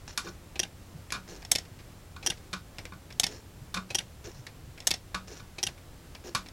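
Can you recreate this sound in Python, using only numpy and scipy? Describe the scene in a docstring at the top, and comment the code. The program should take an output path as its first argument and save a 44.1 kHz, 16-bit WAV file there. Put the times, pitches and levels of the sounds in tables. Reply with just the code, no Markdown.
"""In a quiet workshop, a plastic pendulum mechanism ticks close by.
Two catches take turns stopping a toothed wheel, one with a tock and one with a tick: each lifts, drops,
chatters and comes to rest, and the wheel bounces twice. The pendulum rubs once on every swing,
the rocking arm knocks on the frame, loose joints click, and the room hums."""
import sys
import numpy as np
from scipy import signal
from scipy.fft import rfft, irfft
from scipy.io import wavfile

SR = 44100
rng = np.random.default_rng(int(sys.argv[2]) if len(sys.argv) > 2 else 0)


def wav_out(sig):
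    """Save sig, one row per channel (or a flat mono array), as 16-bit PCM at SR to the path in sys.argv[1]."""
    wavfile.write(sys.argv[1], SR, np.round(np.clip(np.atleast_2d(sig).T, -1, 1) * 32767).astype(np.int16))


N = 287532
T = np.arange(SR // 2) / SR  # seconds since a hit

# Knocks of the arm: t/s, level/dB, chatter/s, last touch/dB, brightness/(dB per octave), favoured f/Hz
KNOCKS = [(0.1758, -27, 0.0026, -14, 3.5, 1440), (.266, -40, 0.011, -3, -4, 1490),
          (1.1222, -29.5, 0.0018, -16, 2.5, 1640), (1.1424, -34.5, 0.019, -11, -2, 1340),
          (2.1636, -43.5, 0.0024, -3, -1.5, 1400), (2.53, -31, 0.0073, 3, 0, 1350),
          (2.922, -43, 0.0039, -15, -5.5, 1480), (3.7423, -31, 0.0054, -13, 2.5, 1120),
          (3.764, -31.5, .013, -9, -2, 1350), (5.1448, -29, 0.0039, 3, -0.46, 1226),
          (5.397, -48, 0.01, -7, -0.8, 1450), (6.3492, -24.5, 0.0043, 3, 1.35, 1090)]
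# The wheel's "body", its many weak ringing tones blurred into noise: f/Hz, level/dB
WHEEL_BODY = [(150, -3), (260, -6.5), (780, -6.5), (1200, -13), (1900, -4), (2800, -2), (4500, 0),
              (5700, -0.5), (7500, -6), (9000, -10.5), (11000, -12), (12500, -18), (16000, -31)]


def amp(db):
    """Turn decibels into a number to multiply by."""
    return 10 ** (np.asarray(db) / 20)


def unit(x):
    """Scale a sound to an energy of one."""
    return x / np.sqrt(np.sum(x ** 2))


def rms(x):
    """The average strength of a sound (root mean square)."""
    return np.sqrt(np.mean(x ** 2))


def add(out, s, x):
    """Mix x into out, starting at s seconds."""
    i = max(int(s * SR), 0)
    out[i:i + len(x)] += x[:max(len(out) - i, 0)]


def noise(points, size, tilt_db=0):
    """Noise of strength one, shaped by (f/Hz, level/dB) points; tilt_db per octave makes it brighter."""
    octave = np.log2(np.maximum(np.fft.rfftfreq(size, 1 / SR), 1))
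    hz, db = np.transpose(points)
    colour_db = np.interp(octave, np.log2(hz), db) + tilt_db * np.maximum(octave, np.log2(512))
    x = irfft(rfft(rng.standard_normal(size)) * amp(colour_db), size)
    return x / rms(x)


def wander(rate, size):
    """Glide to a new random value, usually within -1 to 1, rate times a second."""
    targets = rng.standard_normal(512)
    return np.interp(np.arange(size) / SR * rate, np.arange(len(targets)), targets)


def contacts(chatter_s, last_db, gap_s=0.0017, rise_s=0.00021):
    """Power fed into a part: a first hit, a buzz of tiny touches, and a last touch as it comes to rest."""
    count = max(int(chatter_s * SR), 2)
    power = np.zeros(len(T))
    buzz = rng.exponential(size=len(T))[:count] ** 3
    power[:count] = buzz / buzz.sum() * chatter_s / gap_s
    power[0] += 1
    power[count] += amp(last_db) ** 2
    # plastic gives a little, so each touch takes a moment to build
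    return signal.lfilter([1], [1, -np.exp(-1 / (rise_s * SR))], power)


def ring(power, t60):
    """How strongly a part rings as it stores this power; t60 is the seconds it takes to fade by 60 dB."""
    keep = np.exp(-2 * np.log(1000) / (t60 * SR))
    return np.sqrt(signal.lfilter([1], [1, -keep], power + 1e-18))


def strike(power, tilt_db, modes, body, modes_db, body_t60, frame_db, frame_t60):
    """One hit: a bright crack, a short clack, the part's own tones (modes) and the frame's duller ring."""
    crack_db, linger_db = -5, -8
    frame_fade = unit(ring(power, frame_t60))
    crack = unit(noise(body, len(T), tilt_db + 1.5) * ring(power, t60=.002))
    clack = unit(noise(body, len(T), tilt_db) * ring(power, body_t60))
    frame = unit(noise(body, len(T), tilt_db - 1.5) * frame_fade)
    tones = 0
    for hz, db, t60 in modes:
        # the point of contact shifts, so each tone varies a little from hit to hit
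        pitch_hz = hz * (1 + .002 * rng.standard_normal())
        phase = 2 * np.pi * (pitch_hz * T + rng.random())
        gain = amp(db + tilt_db * np.log2(max(hz, 500) / 4000) + .8 * rng.standard_normal())
        # part of each tone lingers in the frame
        fade = np.hypot(unit(ring(power, t60)), amp(linger_db + frame_db) * frame_fade)
        tones = tones + gain * unit(np.sin(phase) * fade)
    return unit(clack + amp(crack_db) * crack) + amp(modes_db) * tones + amp(frame_db) * frame


def hits(rows, modes, body, gain_db, modes_db, body_t60, frame_db, frame_t60):
    """Strike one part once per row; the row's level plus gain_db sets the strength of the first 20 ms."""
    out = np.zeros(N)
    for s, db, chatter_s, last_db, tilt_db in rows:
        power = contacts(chatter_s, last_db)
        x = strike(power, tilt_db, modes, body, modes_db, body_t60, frame_db, frame_t60)
        add(out, s, x * amp(db + gain_db) / rms(x[T < .02]))
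    return out


def hit(s, db, chatter_s, last_db, tilt_db):
    """One row for hits()."""
    return s, db, chatter_s, last_db, tilt_db


def workshop(air_db=-49.5, hum_hz=90.8, hum_db=-58, whine_hz=7380, whine_db=-78, side_db=-73):
    """The room rumbles and hisses, with a wavering low hum and a faint high whine."""
    # Background noise of the room: f/Hz, level/dB
    room = [(12, -15), (20, -6), (59, -2.5), (95, -4), (161, -8), (196, -13.5), (315, -15), (416, -19),
            (452, -18), (834, -23), (1010, -24), (2400, -29.5), (5850, -33), (7310, -34), (15500, -39.5)]
    air = noise(room, N) * amp(air_db + 0.46 * wander(11, N))
    hum_phase = 2 * np.pi * np.cumsum(hum_hz + 2.17 * wander(9, N)) / SR
    hum = np.sin(hum_phase) * amp(hum_db + 3 * wander(5.01, N))
    whine_phase = 2 * np.pi * np.cumsum(whine_hz + 25 * wander(70, N)) / SR
    whine = np.sin(whine_phase) * amp(whine_db + 2 * wander(37, N))
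    # faint noise, added on the left and taken away on the right, gives width
    side = noise([(25, -26), (70, 1), (300, 4), (1500, -4.5), (8000, -9.5), (13000, -6.5)], N)
    return air + np.sqrt(2) * (hum + whine) + np.array([[1], [-1]]) * side * amp(side_db)


def grit(length_s, release_s=0.015, grain_db=4.5, flutter_db=3.5, ring_db=-5):
    """Plastic slides on plastic: a gritty, fluttering hiss that makes the parts ring faintly."""
    # Hiss of sliding plastic: f/Hz, level/dB
    hiss_shape = [(300, 6), (1100, -1), (1700, 3), (3200, -2), (4800, -0.5), (5700, 4.5), (6500, 4),
                  (7300, -5), (8300, -8.5), (14000, -30)]
    # Tones of the rubbed parts: f/Hz, level/dB, t60/s
    rub_modes = [(1730, -10, .2), (2880, -14, .06), (4300, -10, .08), (5450, -8, .02), (5720, -4, .028),
                 (6300, -7, .035), (7150, -8, .035)]
    slide = np.exp(-np.maximum(T - length_s / 2, 0) / (release_s + length_s / 4))
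    grip = amp(grain_db * wander(698, len(T)) + flutter_db * wander(73, len(T)))
    grains = noise(hiss_shape, len(T)) * grip * slide
    hiss = unit(grains)
    for hz, db, t60 in rub_modes:
        mode = np.sin(2 * np.pi * hz * T) * np.exp(-np.log(1000) * T / t60)
        hiss = hiss + amp(db + ring_db) * unit(signal.fftconvolve(grains, mode)[:len(T)])
    return hiss / rms(hiss[T < length_s])


def rubs(cycle_s=1.999):
    """Now and then a part scrapes dryly; the pendulum rubs once on the way out and once on the way back."""
    # Short, dry scrapes: t/s, length/s, hiss/dB
    scrapes = [(0.078, 0.025, -44.5), (4.346, 0.07, -58)]
    # The pendulum's two rubs: first t/s, length/s, hiss/dB, groan/dB
    swing_rubs = [(0.243, 0.069, -49.5, -46.5), (1.276, .1, -50.5, -51.5)]
    out = np.zeros(N)
    for first_s, length_s, hiss_db, groan_db in swing_rubs:
        for s in np.arange(first_s, N / SR, cycle_s):
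            add(out, s, amp(hiss_db) * grit(length_s) + amp(groan_db) * groan(length_s))
    for s, length_s, hiss_db in scrapes:
        add(out, s, amp(hiss_db) * grit(length_s))
    return out


def arm(boost_db=5, reach_hz=90):
    """The long rocking arm knocks with a hollow ring; where it is hit decides which tone stands out."""
    # The arm's strong tones: f/Hz, level/dB, t60/s
    arm_modes = [(185.8, -7, 0.49), (1057, -6, 0.052), (1148, -4.5, 0.14), (1256, -12, 0.23),
                 (1408, -8, 0.16), (1487, -5.5, 0.15), (1660, -8.5, 0.057), (2192, -16, 0.054),
                 (2376, -6, 0.042), (2454, -8, 0.028), (3648, -4.5, 0.007), (4380, -7, 0.02),
                 (5220, -12, 0.028)]
    # Its blur of weak tones: f/Hz, level/dB
    arm_body = [(150, 3), (550, -4.5), (850, -1.5), (1200, 8), (1850, -3), (2400, -0.5), (3100, -3),
                (3800, 0.5), (5700, -2.5), (8000, -8), (9400, -19), (11000, -9.5), (12500, -26),
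                (16000, -43)]
    out = np.zeros(N)
    for *knock, favoured_hz in KNOCKS:
        modes = [(hz, db + boost_db * np.exp(-((hz - favoured_hz) / reach_hz) ** 2), t60)
                 for hz, db, t60 in arm_modes]
        out += hits([knock], modes, arm_body,
                    gain_db=-2, modes_db=-1.5, body_t60=0.022, frame_db=-1, frame_t60=0.17)
    return out


def bumps(rise_s=0.0067, thump_hz=189.5, thump_db=-3.5, lag_s=0.00954):
    """The frame thumps under each knock, harder the longer the arm pushes; a few dull bumps come alone."""
    # Soft, low bumps: t/s, f/Hz, peak level/dB
    lone_bumps = [(0.946, 145, -38.5), (1.712, 108, -39), (3.614, 132, -38), (4.39, 119, -36.5),
                  (4.676, 132, -41)]
    thumps = [(s + lag_s, thump_hz, db + thump_db + 20 * np.log10(push_s / 0.017))
              for s, db, push_s, *_ in KNOCKS]
    out = np.zeros(N)
    swell = (T / rise_s) * np.exp(1 - T / rise_s)
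    for s, hz, db in lone_bumps + thumps:
        add(out, s, amp(db) * swell * np.sin(2 * np.pi * hz * T))
    return out


def groan(length_s):
    """A low groan swells in the middle of the pendulum's rub."""
    # Low noise of the rub: f/Hz, level/dB
    groan_shape = [(200, -22), (315, -15), (348, 3), (380, -13), (420, -4), (480, -11), (700, -19),
                   (2000, -42)]
    swell = np.exp(-((T - 0.46 * length_s) / (.5 * length_s)) ** 2)
    x = noise(groan_shape, len(T)) * swell
    return x / rms(x[T < length_s])


def tocks(rebound_s=.038, bounce_ratio=.43, bounce_db=-14):
    """One catch lifts with a ping and drops with a buzz; the wheel springs back, then clicks to rest."""
    # Drops of this catch: t/s, level/dB, chatter/s, last touch/dB, brightness/(dB per octave),
    # head start of the lift/s, lift/dB, wheel's rebound/dB
    events = [(0.5935, -25.5, 0.0072, 2.5, -0.89, 0.037, -43, -34),
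              (2.2629, -24.5, 0.012, -3, -.2, .0354, -46, -30),
              (3.9474, -25, .0105, -6, 0.57, 0.044, -39, -30.5),
              (5.6294, -26.5, 0.011, -6, 0.53, 0.046, -40.5, -31.5)]
    # Tones of the lifting catch, the dropping catch and the wheel springing back: f/Hz, level/dB, t60/s
    lift_modes = [(366, -16, 0.056), (792, -15, 0.27), (2350, -6, 0.024), (2547, -2.5, 0.03),
                  (3120, -19, 0.021), (4080, -7, 0.017)]
    drop_modes = [(360, -12.5, .06), (790, -17, .03), (1890, -13, .025), (2760, -12, .02),
                  (3220, -3.5, .025), (3480, -14, .015), (5540, -9, .012), (5696, -2, .028),
                  (5890, -8, .016), (6380, -9, .012), (9500, -14, .01)]
    rebound_modes = [(166, -13.5, 0.058), (809, -17, 0.07), (1550, -16, 0.052), (2740, -6.5, 0.022),
                     (2830, -17, 0.027), (2920, -6.5, .025), (3225, -5, 0.013), (3620, -7, 0.031),
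                     (5820, -7, 0.015), (9450, -15, 0.014), (11000, -16, .01)]
    # The dropping catch's blur of weak tones: f/Hz, level/dB
    drop_body = [(150, -4.5), (550, -3.5), (820, -1), (1200, -15), (1700, 0), (2250, -7.5), (2800, 5),
                 (4200, -3), (5700, 8.5), (7500, -4), (9300, -2.5), (10200, -11.5), (11300, -3),
                 (12500, -17), (16000, -25)]
    lifts, drops, rebounds, settles = [], [], [], []
    for s, db, chatter_s, last_db, tilt_db, lead_s, lift_db, rebound_db in events:
        lands_s = s + rebound_s
        lifts.append(hit(s - lead_s, lift_db, chatter_s=0.0033, last_db=4, tilt_db=tilt_db - 2.5))
        drops.append(hit(s, db, chatter_s, last_db, tilt_db))
        rebounds.append(hit(lands_s, rebound_db, chatter_s=0.0053, last_db=-5, tilt_db=tilt_db))
        settles.append((lands_s + bounce_ratio * rebound_s, rebound_db + bounce_db, .0078, tilt_db))
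    return (hits(lifts, lift_modes, WHEEL_BODY,
                 gain_db=1.5, modes_db=5, body_t60=0.01, frame_db=7.5, frame_t60=0.081)
            + hits(drops, drop_modes, drop_body,
                   gain_db=0, modes_db=-3.5, body_t60=0.0043, frame_db=-11, frame_t60=0.16)
            + hits(rebounds, rebound_modes, WHEEL_BODY,
                   gain_db=0, modes_db=3, body_t60=0.019, frame_db=-9.5, frame_t60=0.15)
            + clicks(settles))


def clicks(rows, last_db=-3):
    """Loose parts click as they meet. Rows: t/s, level/dB, chatter/s, brightness/(dB per octave)."""
    # Strong tones of a loose part: f/Hz, level/dB, t60/s
    loose_modes = [(1640, -6, 0.061), (2400, -24, .03), (2590, -20, 0.02), (5330, -12, 0.014)]
    # Its blur of weak tones: f/Hz, level/dB
    loose_body = [(150, 3.5), (700, 3.5), (1250, -5.5), (2300, 6), (3000, -4), (5300, -3), (7000, -15),
                  (8200, -16), (10000, -28), (11300, -16), (13000, -34), (16000, -44)]
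    touches = [hit(s, db, chatter_s, last_db, tilt_db) for s, db, chatter_s, tilt_db in rows]
    return hits(touches, loose_modes, loose_body,
                gain_db=-0.5, modes_db=-7, body_t60=0.0051, frame_db=-2.5, frame_t60=0.11)


def loose_joints(faint_count=7, faint_db=-58, scatter_db=2):
    """The joints click now and then: a few clearly, the rest faintly and at random."""
    # The clear clicks: t/s, level/dB, chatter/s, brightness/(dB per octave)
    clear = [(1.1045, -43.5, .0017, 4.5), (1.79, -53, 0.017, 1), (2.7841, -40.5, 0.0073, 2),
             (2.854, -42.5, 0.0018, 1), (4.4672, -43, 0.0048, 2.5), (6.15, -46, 0.0041, 2)]
    faint = [((k + place) / faint_count * N / SR, faint_db + scatter_db * (2 * size - 1), .007, 2.5)
             for k, (place, size) in enumerate(rng.random((faint_count, 2)))]
    return clicks(clear + faint)


def ticks(slack_lead_s=.093, slack_db=-49, rebound_s=.0368, bounce_ratio=.87, bounce_db=-11):
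    """The other catch takes up its slack, lifts with a tap and drops hard; the wheel bounces twice."""
    # Drops of this catch: t/s, level/dB, chatter/s, last touch/dB, brightness/(dB per octave),
    # head start of the lift/s, lift/dB, wheel's rebound/dB
    events = [(1.5147, -20, 0.0026, 12, 1.66, 0.065, -43.5, -24.5),
              (3.1972, -22.5, 0.0016, 3, 0.75, 0.072, -50.5, -22.5),
              (4.87, -22, 0.0038, 7, 1, .0668, -45, -23), (6.554, -22, .003, 5, 1.3, .068, -49, -24)]
    # Tones of the tapping catch, the dropping catch and the landing wheel: f/Hz, level/dB, t60/s
    tap_modes = [(730, -11.5, 0.025), (1920, -14, 0.068), (3460, -8, 0.031), (5380, 0, 0.0097),
                 (6650, -9, .012), (8380, -13, 0.012)]
    drop_modes = [(510, -21, .03), (720, -13, .03), (2900, -13, .01), (3300, -9, .009), (3500, -9, .009),
                  (3760, -12, .012), (5415, -6, .03), (6320, -5.5, .024), (6480, -9, .04),
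                  (6730, -11, .035), (7190, -14, .03), (7970, -5.5, .015), (8440, -14, .02),
                  (9970, -11, .02), (10400, -13, .008), (14200, -21, .012)]
    wheel_modes = [(170, -18.5, 0.075), (787, -25, 0.1), (1844, -17, 0.083), (2160, -13.5, 0.08),
                   (2288, -11, 0.019), (2585, -11, 0.037), (3040, -19, .03), (3575, -7.5, 0.034),
                   (4640, -13, 0.021), (5370, -11, 0.024), (5500, -14, 0.017)]
    # The dropping catch's blur of weak tones: f/Hz, level/dB
    drop_body = [(150, -8), (380, -7.5), (750, -3), (1150, -9.5), (1900, -3.5), (2700, -8), (3600, 2),
                 (4700, -2.5), (7500, -1.5), (9000, -9.5), (11300, -6), (13000, -15.5), (16000, -30)]
    slack, drops, rebounds, taps = [], [], [], []
    for s, db, chatter_s, last_db, tilt_db, lead_s, lift_db, rebound_db in events:
        lands_s = s + rebound_s
        again_s = lands_s + bounce_ratio * rebound_s  # the second bounce is shorter
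        slack.append((s - slack_lead_s, slack_db, .007, .7))
        taps.append(hit(s - lead_s, lift_db, chatter_s=0.0019, last_db=-16, tilt_db=-2))
        drops.append(hit(s, db, chatter_s, last_db, tilt_db))
        rebounds.append(hit(lands_s, rebound_db, chatter_s=.0072, last_db=8.5, tilt_db=tilt_db - 0.9))
        taps.append(hit(again_s, rebound_db + bounce_db, chatter_s=.0036, last_db=-3, tilt_db=-0.4))
    return (clicks(slack)
            + hits(drops, drop_modes, drop_body,
                   gain_db=0, modes_db=-1, body_t60=0.011, frame_db=-7, frame_t60=0.084)
            + hits(rebounds, wheel_modes, WHEEL_BODY,
                   gain_db=-2.5, modes_db=-1, body_t60=0.011, frame_db=-10, frame_t60=0.11)
            + hits(taps, tap_modes, WHEEL_BODY,
                   gain_db=-0.5, modes_db=-0.5, body_t60=0.023, frame_db=-6, frame_t60=0.14))


def scene(echo_s=.003, echo_db=-32):
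    """The mechanism sits straight ahead; one faint echo from the side gives it a little width."""
    mechanism = ticks() + tocks() + arm() + loose_joints() + rubs() + bumps()
    echo = np.zeros(N)
    add(echo, echo_s, mechanism * amp(echo_db))
    return mechanism + np.array([[1], [-1]]) * echo + workshop()


def record(dry, top_hz=15900):
    """A steep filter cuts away the highest treble."""
    return signal.sosfilt(signal.ellip(10, .1, 80, top_hz, fs=SR, output="sos"), dry)


dry = scene()
out = record(dry)
wav_out(out)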